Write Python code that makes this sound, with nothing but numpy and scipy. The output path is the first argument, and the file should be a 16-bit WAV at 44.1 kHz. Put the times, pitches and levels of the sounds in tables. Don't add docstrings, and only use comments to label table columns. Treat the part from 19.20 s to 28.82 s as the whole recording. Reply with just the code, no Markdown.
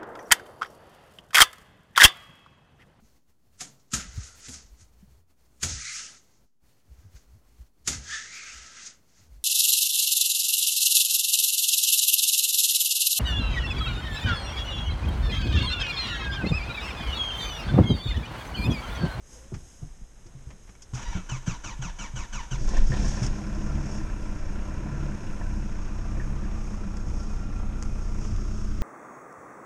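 import sys
import numpy as np
from scipy import signal
from scipy.fft import rfft, irfft, next_fast_len
from scipy.io import wavfile
from scipy.ndimage import uniform_filter1d

SR = 44100
rng = np.random.default_rng(int(sys.argv[2]) if len(sys.argv) > 2 else 0)


def digitize_waveform(pressure):
    field = np.atleast_2d(pressure).T
    bounded = np.clip(field, -1, 1)
    quanta = np.round(bounded * 32767).astype(np.int16)
    wavfile.write(sys.argv[1], SR, quanta)


N = 424241
T = np.arange(N) / SR

# start_s, level_db, fade_s, mesh_hz, speed_loss_share_per_s
COMPRESSIONS = [(2.095, -33, 0.1, 1520, 4.36), (2.267, -33, .11, 1530, 4.2),
                (2.442, -33.5, 0.11, 1540, 4.45), (2.621, -34, 0.1, 1558, 5.43),
                (2.792, -33, 0.1, 1578, 5.06), (2.961, -34, .11, 1585, 5.1), (3.13, -34, 0.14, 1595, 5.14),
                (3.315, -32, 0.055, 1577, 7.5)]
# frequency_hz, relative_density_db
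BODY_DRONE = [(24, -15), (40, -7), (70, -3.5), (107, -5), (150, -7), (210, -11.5), (257, -18.5), (311, -18),
              (431, -30), (500, -25.5), (650, -94), (1100, -120)]
# centre_hz, width_hz, lift_db
CAB_PANELS = [(123, 120, -3), (204.1, 15, 10.5), (312, 140, 2)]
# frequency_hz, relative_density_db
RATTLE_SPECTRUM = [(2060, -21), (3500, -6.5), (4080, -31), (4380, -7.5), (5280, 3.5), (6090, 3), (6580, 1),
                   (8380, -11), (11700, -29), (13000, -81)]


def undb(db):
    return 10 ** (np.asarray(db) / 20)


def level(x, db=0):
    return x * undb(db) / np.sqrt(np.mean(x ** 2))


def curves(rows, **ends):
    seconds, *columns = np.transpose(rows)
    return [np.interp(T, seconds, column, **ends) for column in columns]


def colour(x, spectrum, peaks=()):
    size = next_fast_len(N)
    f = np.maximum(np.arange(size // 2 + 1) * SR / size, 1)
    hz, db = np.transpose(spectrum)
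    gain_db = np.interp(np.log(f), np.log(hz), db, left=-90, right=-90)
    for centre, width, lift in peaks:
        gain_db = gain_db + lift / (1 + (2 * (f - centre) / width) ** 2)
    return level(irfft(rfft(x, size) * undb(gain_db), size)[:N])


def noise():
    return rng.standard_normal(N)


def walk(rate):
    k = int(SR / rate)
    steps = np.repeat(rng.standard_normal(N // k + 1), k)
    return 0.774 * uniform_filter1d(uniform_filter1d(steps, k), k)[:N]


def swell(s, db, rise, fall):
    return undb(2 * db) * np.exp(2 * np.minimum((T - s) / rise, (s - T) / fall))


def decay(t, t60, rise):
    return 1000. ** (-t / t60) * (1 - np.exp(-t / rise))


def half_second(s):
    start = int(s * SR)
    return slice(start, start + SR // 2)


def pad(x):
    return np.append(x, np.zeros(SR))


def cabin():
    # peak_s, level_db
    lurch_rows = [(.36, -43), (.67, -40), (.82, -43), (.94, -56), (1.09, -45), (1.25, -46), (1.36, -53),
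                  (1.78, -33), (1.89, -27), (3.46, -19), (3.61, -16.5), (3.8, -19.5), (3.87, -22.5),
                  (4.09, -24.5)]
    # frequency_hz, relative_density_db
    sway_spectrum = [(6, -32), (12, 4), (20, 7), (28, 4), (38, -0.5), (50, 2.5), (65, -23.5), (90, -14)]
    # time_s, air_db, rustle_db
    cabin_levels = [(0.0, -58.5, -65), (0.134, -51, -53.5), (0.296, -53, -60), (0.536, -54.5, -58),
                    (0.656, -55, -61.5), (0.886, -57.5, -64), (1.01, -55.5, -62), (1.206, -54, -62.5),
                    (1.532, -56, -62), (1.72, -54, -62)]
    # frequency_hz, relative_density_db
    air_spectrum, rustle_spectrum = [(24, -47), (40, -23), (55, -2.5), (76, -11.5), (163, -16.5),
                                     (275, -21.5), (1260, -32.5), (1590, -31.5), (4200, -41), (5460, -80),
                                     (9240, -120)], [(1760, -56), (3000, -8), (4500, -17), (5020, -1.5),
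                                                  (5590, -1.5), (6430, -2.5), (7980, -3.5), (12500, -18),
                                                  (13700, -35)]
    # centre_hz, width_hz, lift_db
    port_peak = [(6470, 290, 11.5)]
    rise_s, fall_s, still_db = 0.052, 0.076, -51.5
    rock_lag_s, rock_db = 0.036, -29.5
    lurches = lurch_rows + [(row[0] + rock_lag_s, rock_db) for row in COMPRESSIONS]
    power = undb(2 * still_db) + sum(swell(s, db, rise_s, fall_s) for s, db in lurches)
    sway = np.sqrt(power) * colour(noise(), sway_spectrum)
    air_db, rustle_db = curves(cabin_levels)
    air = undb(air_db) * colour(noise(), air_spectrum)
    rustle = undb(rustle_db + 1.6 * walk(10)) * colour(noise(), rustle_spectrum, port_peak)
    return sway + air + rustle


def creak():
    # time_s, pitch_hz, level_db
    slip_rows = [(.12, 553, -70), (.15, 533, -58), (.185, 469, -53), (.21, 531, -58), (.25, 535, -54),
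                 (.28, 537, -62), (.3, 522, -72)]
    hz, db = curves(slip_rows, right=0)
    phase = 2 * np.pi * np.cumsum(hz * (1 + 0.045 * walk(122.0))) / SR
    on = (T > slip_rows[0][0]) & (T < slip_rows[-1][0])
    tone = np.sin(phase) + 0.29 * np.sin(2 * phase)
    return on * undb(db + 3 * walk(57)) * tone


def thuds():
    # start_s, level_db, pitch_hz, scuff_relative_db
    thud_rows = [(0.318, -30, 380, 0), (0.319, -43, 656, -10), (0.322, -33, 114, 2.5),
                 (0.336, -37, 69.4, -14), (.619, -31.5, 150, -2), (.63, -46, 720, -10),
                 (0.807, -45.5, 185, 1), (1.056, -45.5, 346, 5), (1.148, -35, 133, -9),
                 (1.267, -48, 136, 11), (1.326, -47.5, 196, 1), (1.488, -46.5, 189, 4),
                 (1.732, -25, 124.6, -7), (1.951, -22.5, 181, -1.5), (2.118, -21.5, 129.4, -23),
                 (2.272, -25.5, 175.3, 2.5), (2.461, -38, 113.2, -23), (2.591, -25, 130.3, -18),
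                 (2.648, -31.5, 173, -27), (2.936, -27, 125.8, -29), (2.989, -38, 124, 2),
                 (3.153, -37.5, 131, -14), (3.314, -21.5, 129.4, -8), (3.408, -29, 140.4, 2),
                 (3.563, -46, 120, -6), (3.694, -18.5, 132.5, -6), (3.811, -28.5, 179, 7.5),
                 (3.913, -41, 136, -6.5), (4.017, -18.5, 120.5, -25), (7.657, -26, 198, -20),
                 (7.87, -31, 59, 0), (9.12, -26, 88, -4)]
    # frequency_hz, relative_density_db
    scuff_spectrum = [(30, 14.5), (60, 6), (120, 7), (200, -2.5), (370, -10.5), (600, -25), (1500, -31.5)]
    cycles_to_fall_60_db, rise_s = 30, 0.0027
    out, t = np.zeros(N + SR), np.arange(SR // 2) / SR
    scuff = pad(colour(noise(), scuff_spectrum))
    for s, db, hz, scuff_db in thud_rows:
        at = half_second(s)
        ring = np.sin(2 * np.pi * hz * t) + undb(scuff_db) * scuff[at]
        out[at] += undb(db) * ring * decay(t, cycles_to_fall_60_db / hz, rise_s)
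    return out[:N]


def ticks():
    # start_s, level_db, treble_relative_db, t60_s
    tick_rows = [(.34, -43, -4, 0.096), (1.064, -58, 5.5, 0.058), (1.303, -45.5, -8.5, 0.084),
                 (1.475, -50, -16, 0.049), (1.491, -49, -6, 0.058), (1.551, -51, -8, .04),
                 (1.619, -57, 15.5, 0.08), (1.74, -50, 9.5, 0.18), (3.489, -46, 11, 0.047),
                 (3.567, -45.5, 7, 0.066), (3.718, -38, -12, 0.046), (4.027, -38, 3.5, 0.16),
                 (4.064, -48, 15.5, 0.033), (7.769, -45.5, 5, 0.029), (8.625, -39.5, 5, 0.015),
                 (9.163, -42, 5, 0.011)]
    # frequency_hz, relative_density_db
    snap_spectrum = [(400, 5), (900, 8), (1700, 6), (2500, 3.5), (4300, -12), (6000, -16)]
    rise_share = 0.022
    out, t = np.zeros(N + SR), np.arange(SR // 2) / SR
    middle = pad(colour(noise(), snap_spectrum))
    high = pad(colour(noise(), RATTLE_SPECTRUM))
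    for s, db, high_db, t60 in tick_rows:
        at = half_second(s)
        burst = middle[at] + undb(high_db) * high[at]
        out[at] += undb(db) * burst * decay(t, t60, rise_share * t60)
    return out[:N]


def starter():
    # time_s, mesh_hz, level_db, whine_relative_to_grind_db, clean_share
    spin_up = [(1.735, 698, -39, -17, 0), (1.78, 842, -35.5, -19, 0.54), (1.83, 938, -35.5, -12, 0),
               (1.87, 1008, -41.5, -2, 1.3), (1.91, 994, -38, -14, 1.8), (1.96, 713, -38.5, -1.5, 0.34),
               (2.0, 677, -41, -7.5, 0.97), (2.04, 650, -63, -3.5, 0), (2.07, 646, -73, 4, 0.17)]
    teeth_db = [4.5, 8.5, 5.5, 9, 8.5, 4.5]
    # frequency_hz, relative_density_db
    grind_spectrum = [(180, -27), (300, 1), (428, -14), (484, -7), (844, -5), (926, 0.5), (1280, -6.5),
                      (1430, -1), (1690, -9.5), (2770, -10.5), (3890, -14.5), (4330, -20.5), (6470, -6),
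                      (10300, -37), (12000, -37), (15600, -86), (22000, -120)]
    # centre_hz, width_hz, lift_db
    housing_peaks = [(950, 35, 5), (1470, 22, -3), (1732, 21, 10), (2284, 13, 13), (2580, 81, 4),
                     (3000, 26, 8.5), (5850, 8.9, 15.5), (7200, 67, -3)]
    lead_s, rise_s = .008, .012
    whine_db_under_load, whine_hold_s, whine_fade_db_per_s = -2, .08, 200
    hz, db, whine_db, clean = curves(spin_up)
    held = np.zeros(N)
    load = undb(db) * (T > spin_up[0][0]) * (T < spin_up[-1][0])
    for s, stroke_db, fade_s, mesh_hz, loss in COMPRESSIONS:
        since = T - s
        u = since / fade_s
        on = (since > -lead_s) & (u < 1.4)
        hz = np.where(on, mesh_hz * (1 - loss * np.clip(since, 0, .085)), hz)
        whine_fade = whine_fade_db_per_s * np.maximum(since - whine_hold_s, 0)
        whine_db = np.where(on, whine_db_under_load - whine_fade, whine_db)
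        held = np.where(on, .3, held)
        fade_db = np.minimum(-8 * u - 14 * np.clip((u - .8) / 0.43, 0, 2), 0)
        onset = np.clip((since + lead_s) / rise_s, 0, 1)
        load = load + on * undb(stroke_db + fade_db) * onset
    phase = 2 * np.pi * np.cumsum(hz * (1 + .04 * walk(55))) / SR
    core = held * undb(7 * walk(60))
    teeth = 0
    for k, tooth_db in enumerate(teeth_db, 1):
        blur_rate = 420 + 120 * (k - 1)
        blur = walk(blur_rate) + 1j * walk(blur_rate)
        carrier = clean * min(k / 2, 1) + core * (k <= 2) + blur
        teeth = teeth + undb(tooth_db) * np.real(carrier * np.exp(1j * k * phase))
    scrape = noise() * undb(2.8 * walk(220))
    grind = colour(undb(whine_db) * level(teeth) + scrape, grind_spectrum, housing_peaks)
    shudder = undb(-9) * colour(noise(), BODY_DRONE, CAB_PANELS)
    spinning = (T > spin_up[0][0]) * np.clip((3.45 - T) / 0.091, 0, 1) * undb(-53.5)
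    return load * (grind + shudder) + spinning * colour(noise(), grind_spectrum, housing_peaks)


def engine():
    # time_s, firing_rate_hz
    speed_rows = [(3.7, 31.1), (3.9, 36), (4.07, 37.6), (4.18, 35.6), (4.4, 35.3), (4.55, 36.3),
                  (4.7, 34.9), (4.8, 33.4), (5.18, 29.5), (5.49, 32.2), (5.77, 36.2), (6.03, 32.5),
                  (6.24, 29.6), (6.4, 31.8), (6.62, 30.2), (6.92, 30.8), (7.14, 34.8), (7.27, 31.5),
                  (7.56, 30.1), (8.32, 30.7), (9.45, 30.3), (9.6, 29.6)]
    # time_s, knock_level_db
    burn_rows = [(3.36, -50), (3.47, -46), (3.49, -43), (3.57, -38.5), (3.65, -45), (3.715, -47),
                 (3.725, -38.5), (3.79, -40), (3.81, -39.5), (3.9, -42), (4.04, -42), (4.11, -46),
                 (4.56, -43.5), (5.12, -46.5), (5.71, -44), (6.57, -47.5), (7.11, -47.5), (7.51, -47.5),
                 (8.5, -47.5), (9.62, -48)]
    cold_boom_db, running_boom_db, boom_db_per_hz, idle_hz = 4.5, 8, 0.1, 30
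    hz, = curves(speed_rows)
    knock_db, = curves(burn_rows, left=-120)
    turns = np.cumsum(hz) / SR
    since, firing = turns % 1, turns.astype(int)
    size = undb(np.clip(2.1 * rng.standard_normal(firing[-1] + 1), -5, 3.5))[firing]
    burst = size * np.exp(-since / .45) * np.clip(since / .15, 0, 1)
    caught = np.interp(T, [3.6, 4.0], [0, 1])
    warm_boom_db = running_boom_db + boom_db_per_hz * (hz - idle_hz)
    boom_db = knock_db + cold_boom_db + caught * (warm_boom_db - cold_boom_db)
    boom = undb(boom_db) * colour((1.1 + burst) * noise(), BODY_DRONE, CAB_PANELS)
    combustion = undb(knock_db) * (knocks(turns) + clatter(turns) + chamber_ping(burst))
    orders = caught * firing_orders(hz, turns, speed_rows[0][0])
    return boom + combustion + loose_parts(burst) + orders + mount_bounce()


def knocks(turns):
    band_edges = (150, 450, 750, 1100, 1500, 2000, 2800, 8000)
    settle_times = (3.9, 4.3, 6.5, 7.7, 8.95, 9.15)
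    # frequency_hz, relative_density_db
    cold_spectrum, running_spectrum = [(180, -18), (300, 4), (428, -7.5), (1020, -9.5), (1220, -19),
                                       (1740, -12), (2110, -18.5), (2360, -16.5), (4300, -22.5),
                                       (5590, -42), (9460, -120)], [(180, -57), (300, -1), (438, -14.5), (662, -11),
                                                           (874, -20), (977, -13), (1250, -21.5),
                                                           (1360, -15.5), (4300, -36.5), (5590, -82),
                                                           (9460, -120)]
    # frequency_hz, relative_density_db
    wheel_spectrum, dials_spectrum = [(180, -13.5), (300, -4), (433, -7.5), (463, -10.5), (1260, -14),
                                      (1380, -20), (1560, -21), (2490, -24.5), (4300, -36.5), (5590, -67),
                                      (9460, -120)], [(180, -23), (300, 1), (396, 1.5), (524, -17),
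                                                          (605, -4.5), (827, -14), (1290, -7), (1670, -18),
                                                          (2630, -19.5), (4300, -30), (5590, -62),
                                                          (9460, -120)]
    # centre_hz, width_hz, lift_db
    block_peaks, wheel_peaks = [(890, 5.6, 13.5), (1020, 27, 5.5), (1150, 24, 1.5), (1315, 9.2, 8),
                                (1650, 13, 4), (2380, 66, 5.5), (2620, 180, 5.5), (2855, 34, 9)], [(2480, 32, 9.5)]
    scatter_db, longest_lag = 3.5, .3
    struck, force = 0, rng.standard_normal(int(turns[-1]) + 2)
    for band in zip(band_edges, band_edges[1:]):
        since = (turns - longest_lag * rng.random()) % 1
        mixed = np.clip(.4 * force + .9 * rng.standard_normal(len(force)), -2, 1.6)
        size = undb(scatter_db * mixed)[np.round(turns - since).astype(int) + 1]
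        band_filter = signal.butter(2, band, "band", fs=SR, output="sos")
        envelope = .7 + size * np.exp(-since / .4) * np.clip(since / .12, 0, 1)
        struck = struck + signal.sosfilt(band_filter, noise()) * envelope
    stage = np.interp(T, settle_times, [0, 1, 1, 2, 2, 3])
    colours = [(cold_spectrum, ()), (running_spectrum, block_peaks),
               (wheel_spectrum, wheel_peaks), (dials_spectrum, ())]
    out = 0
    for k, (spectrum, peaks) in enumerate(colours):
        share = np.clip(1 - abs(stage - k), 0, 1) ** .7
        out = out + share * colour(struck, spectrum, peaks)
    return out


def clatter(turns):
    # pitch_hz, relative_level_db
    part_rows = [(620, 1), (760, -5.5), (1000, -2.5), (1170, -5), (1380, 0.5), (1540, -1), (1760, -3),
                 (2400, -11.5), (2650, -8.5)]
    t60_s, scatter_db, longest_lag_s = 0.24, 5, .013
    fired, out = np.flatnonzero(np.diff(turns.astype(int))), 0
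    for hz, db in part_rows:
        taps = np.zeros(N + SR)
        force, lag = rng.standard_normal(len(fired)), rng.random(len(fired))
        at = fired + (lag * longest_lag_s * SR).astype(int)
        taps[at] = undb(db + scatter_db * np.clip(force, -2, 2))
        pole = np.exp(2j * np.pi * hz / SR - np.log(1000) / (t60_s * SR))
        out = out + signal.lfilter([1], [1, -pole], taps[:N]).imag
    return level(out, -13)


def chamber_ping(burst):
    # frequency_hz, relative_density_db
    gas_spectrum = [(1100, -31), (1300, 12), (1550, 10), (1800, -3), (2100, -34)]
    return undb(-15) * colour(burst ** 1.4 * noise(), gas_spectrum)


def loose_parts(burst):
    # time_s, level_db
    rattle_levels = [(3.36, -60), (3.4, -50), (3.57, -46.5), (3.66, -48), (3.88, -43), (4.0, -46),
                     (4.05, -47), (4.11, -54), (4.77, -51.5), (4.82, -58), (5.71, -58), (7.5, -58.5),
                     (8.5, -62), (8.92, -54), (9.57, -57)]
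    # peak_s, level_db, fall_s
    flare_rows = [(7.887, -52.5, 0.032), (8.008, -51, 0.13), (9.254, -57, 0.07)]
    # centre_hz, width_hz, lift_db
    loose_peaks = [(5500, 150, 4), (6580, 68, 9.5)]
    sound = colour((1.0 + burst) * noise() * undb(2.34 * walk(12)), RATTLE_SPECTRUM, loose_peaks)
    rattle_db, = curves(rattle_levels, left=-120)
    power = undb(2 * rattle_db) + sum(swell(s, db, fall / 2, fall) for s, db, fall in flare_rows)
    return np.sqrt(power) * sound


def hard_firings():
    # start_s, level_db, gas_relative_db, t60_s
    hard_rows = [(3.484, -41, -20, 0.075), (3.533, -34.5, -17, 0.086), (3.566, -41, -1, .12),
                 (3.718, -33.5, -1, 0.12), (3.762, -45.5, -3, 0.12), (3.8, -39.5, -19, .12),
                 (3.842, -37, -8, 0.15), (3.972, -42, -3, 0.14), (4.035, -59, -2, 0.1),
                 (6.047, -53, -21, 0.062), (6.077, -55, -5, .07), (6.109, -45, -11, 0.052),
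                 (6.21, -36.5, -4.5, 0.062), (6.308, -43, -10, 0.065), (6.966, -38, -12, .06),
                 (6.996, -45.5, 5.5, 0.13), (7.235, -49, 0, .15)]
    # pitch_hz, relative_level_db
    mode_rows = [(420, -14), (540, -2.5), (705, -3), (860, -13.5), (1000, -2.5), (1380, -26), (2280, -12.5)]
    # frequency_hz, relative_density_db
    ring_spectrum = [(1450, -18), (1650, -2.5), (1820, 1), (2000, -20)]
    rise_s, detune_share, scatter_db = .0015, 0.0364, 2.5
    out, t = np.zeros(N + SR), np.arange(SR // 2) / SR
    gas = pad(colour(noise(), ring_spectrum))
    for s, db, gas_db, t60 in hard_rows:
        at = half_second(s)
        block = 0
        for hz, mode_db in mode_rows:
            strength, detune, phase = rng.standard_normal(3)
            mode_hz = hz * (1 + detune_share * detune)
            block = block + undb(mode_db + scatter_db * strength) * np.sin(2 * np.pi * (mode_hz * t + phase))
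        out[at] += undb(db) * (block + undb(gas_db) * gas[at]) * decay(t, t60, rise_s)
    return out[:N]


def firing_orders(hz, turns, start_s):
    order_numbers = (1, 2, 3, 4, 6, 7, 9, 10)
    # pitch_hz, level_db
    body_response = [(29, -30.5), (33, -34), (36, -36.5), (59, -41), (72, -39), (90, -42), (108, -57.5),
                     (120, -49), (140, -42), (180, -55), (196, -51), (210, -48), (224, -49), (240, -69),
                     (275, -62.5), (305, -58), (322, -53), (345, -66), (370, -76)]
    # time_s, gain_db
    fuel_rows = [(4.0, 2.5), (4.12, 5), (4.2, -6), (4.32, 2.5), (4.45, 1), (4.57, 8.5), (4.72, -3),
                 (5.2, -5), (5.62, 0.5), (5.74, 4), (5.84, 4), (6.0, -10), (6.18, -6), (6.28, 5),
                 (6.5, -1.5), (6.85, 0.5), (6.96, 3.5), (7.15, 3), (7.4, -1.5), (9.6, 1.5)]
    # multiple_of_firing_rate, relative_level_db
    crank_rows = [(.5, 7.5), (1.5, -6)]
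    crank_db, wander_db, wander_rate, warm_db_per_s = -42, 2, 7.2, 0.37
    fuel_db, = curves(fuel_rows)
    swell_db = fuel_db + warm_db_per_s * (T - start_s)
    lines = []
    for k in order_numbers:
        body_db = np.interp(k * hz, *np.transpose(body_response))
        lines.append((k, body_db + swell_db + wander_db * walk(wander_rate)))
    for k, db in crank_rows:
        lines.append((k, crank_db + db + 3 * walk(4.3)))
    return sum(np.sqrt(2) * undb(db) * np.sin(2 * np.pi * (k * turns + rng.random())) for k, db in lines)


def hums():
    # start_s, end_s, centre_hz, width_hz, level_db
    hum_rows = [(4.05, 4.95, 320, 8, -47), (4.2, 6.4, 955, 40, -63), (6.45, 7.6, 1190, 22, -58.5),
                (7.6, 9.05, 1365, 12, -57), (7.9, 9.05, 1190, 20, -63)]
    fade_s, out = 0.23, 0
    for start, end, hz, width, db in hum_rows:
        fade = np.clip(np.minimum(T - start, end - T) / fade_s, 0, 1)
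        band = signal.butter(1, (hz - width / 2, hz + width / 2), "band", fs=SR, output="sos")
        out = out + fade * level(signal.sosfilt(band, noise()), db)
    return out


def mount_bounce():
    # frequency_hz, relative_density_db
    mount_spectrum = [(6, -34), (12, -3.5), (18.5, 1.5), (24, -9), (45, -13), (60, -21)]
    settled = np.clip((T - 4.3) / 0.13, 0, 1)
    return settled * undb(-35 + 6 * walk(9.1)) * colour(noise(), mount_spectrum)


def clicks():
    # start_s, level_db
    click_rows = [(8.6258, -22), (8.6345, -28)]
    # frequency_hz, relative_density_db
    plastic_spectrum = [(500, -14), (900, -1), (1400, 0), (2000, -9), (3200, -15), (4300, -11), (5400, -8),
                        (6500, 1.5), (8500, -11), (12000, -32)]
    pulses = np.zeros(N)
    for s, db in click_rows:
        pulses[int(s * SR)] = undb(db)
    sound = colour(pulses, plastic_spectrum)
    return sound * pulses.max() / abs(sound).max()


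def scene():
    surroundings = cabin() + creak() + thuds() + ticks()
    machinery = starter() + engine() + hard_firings()
    return (surroundings + machinery + hums() + clicks())[None]


def record(dry):
    dry = signal.sosfilt(signal.butter(2, 9, "high", fs=SR, output="sos"), dry)
    return signal.sosfilt(signal.ellip(8, .2, 70, 13800, fs=SR, output="sos"), dry)


dry = scene()
out = record(dry)
digitize_waveform(out)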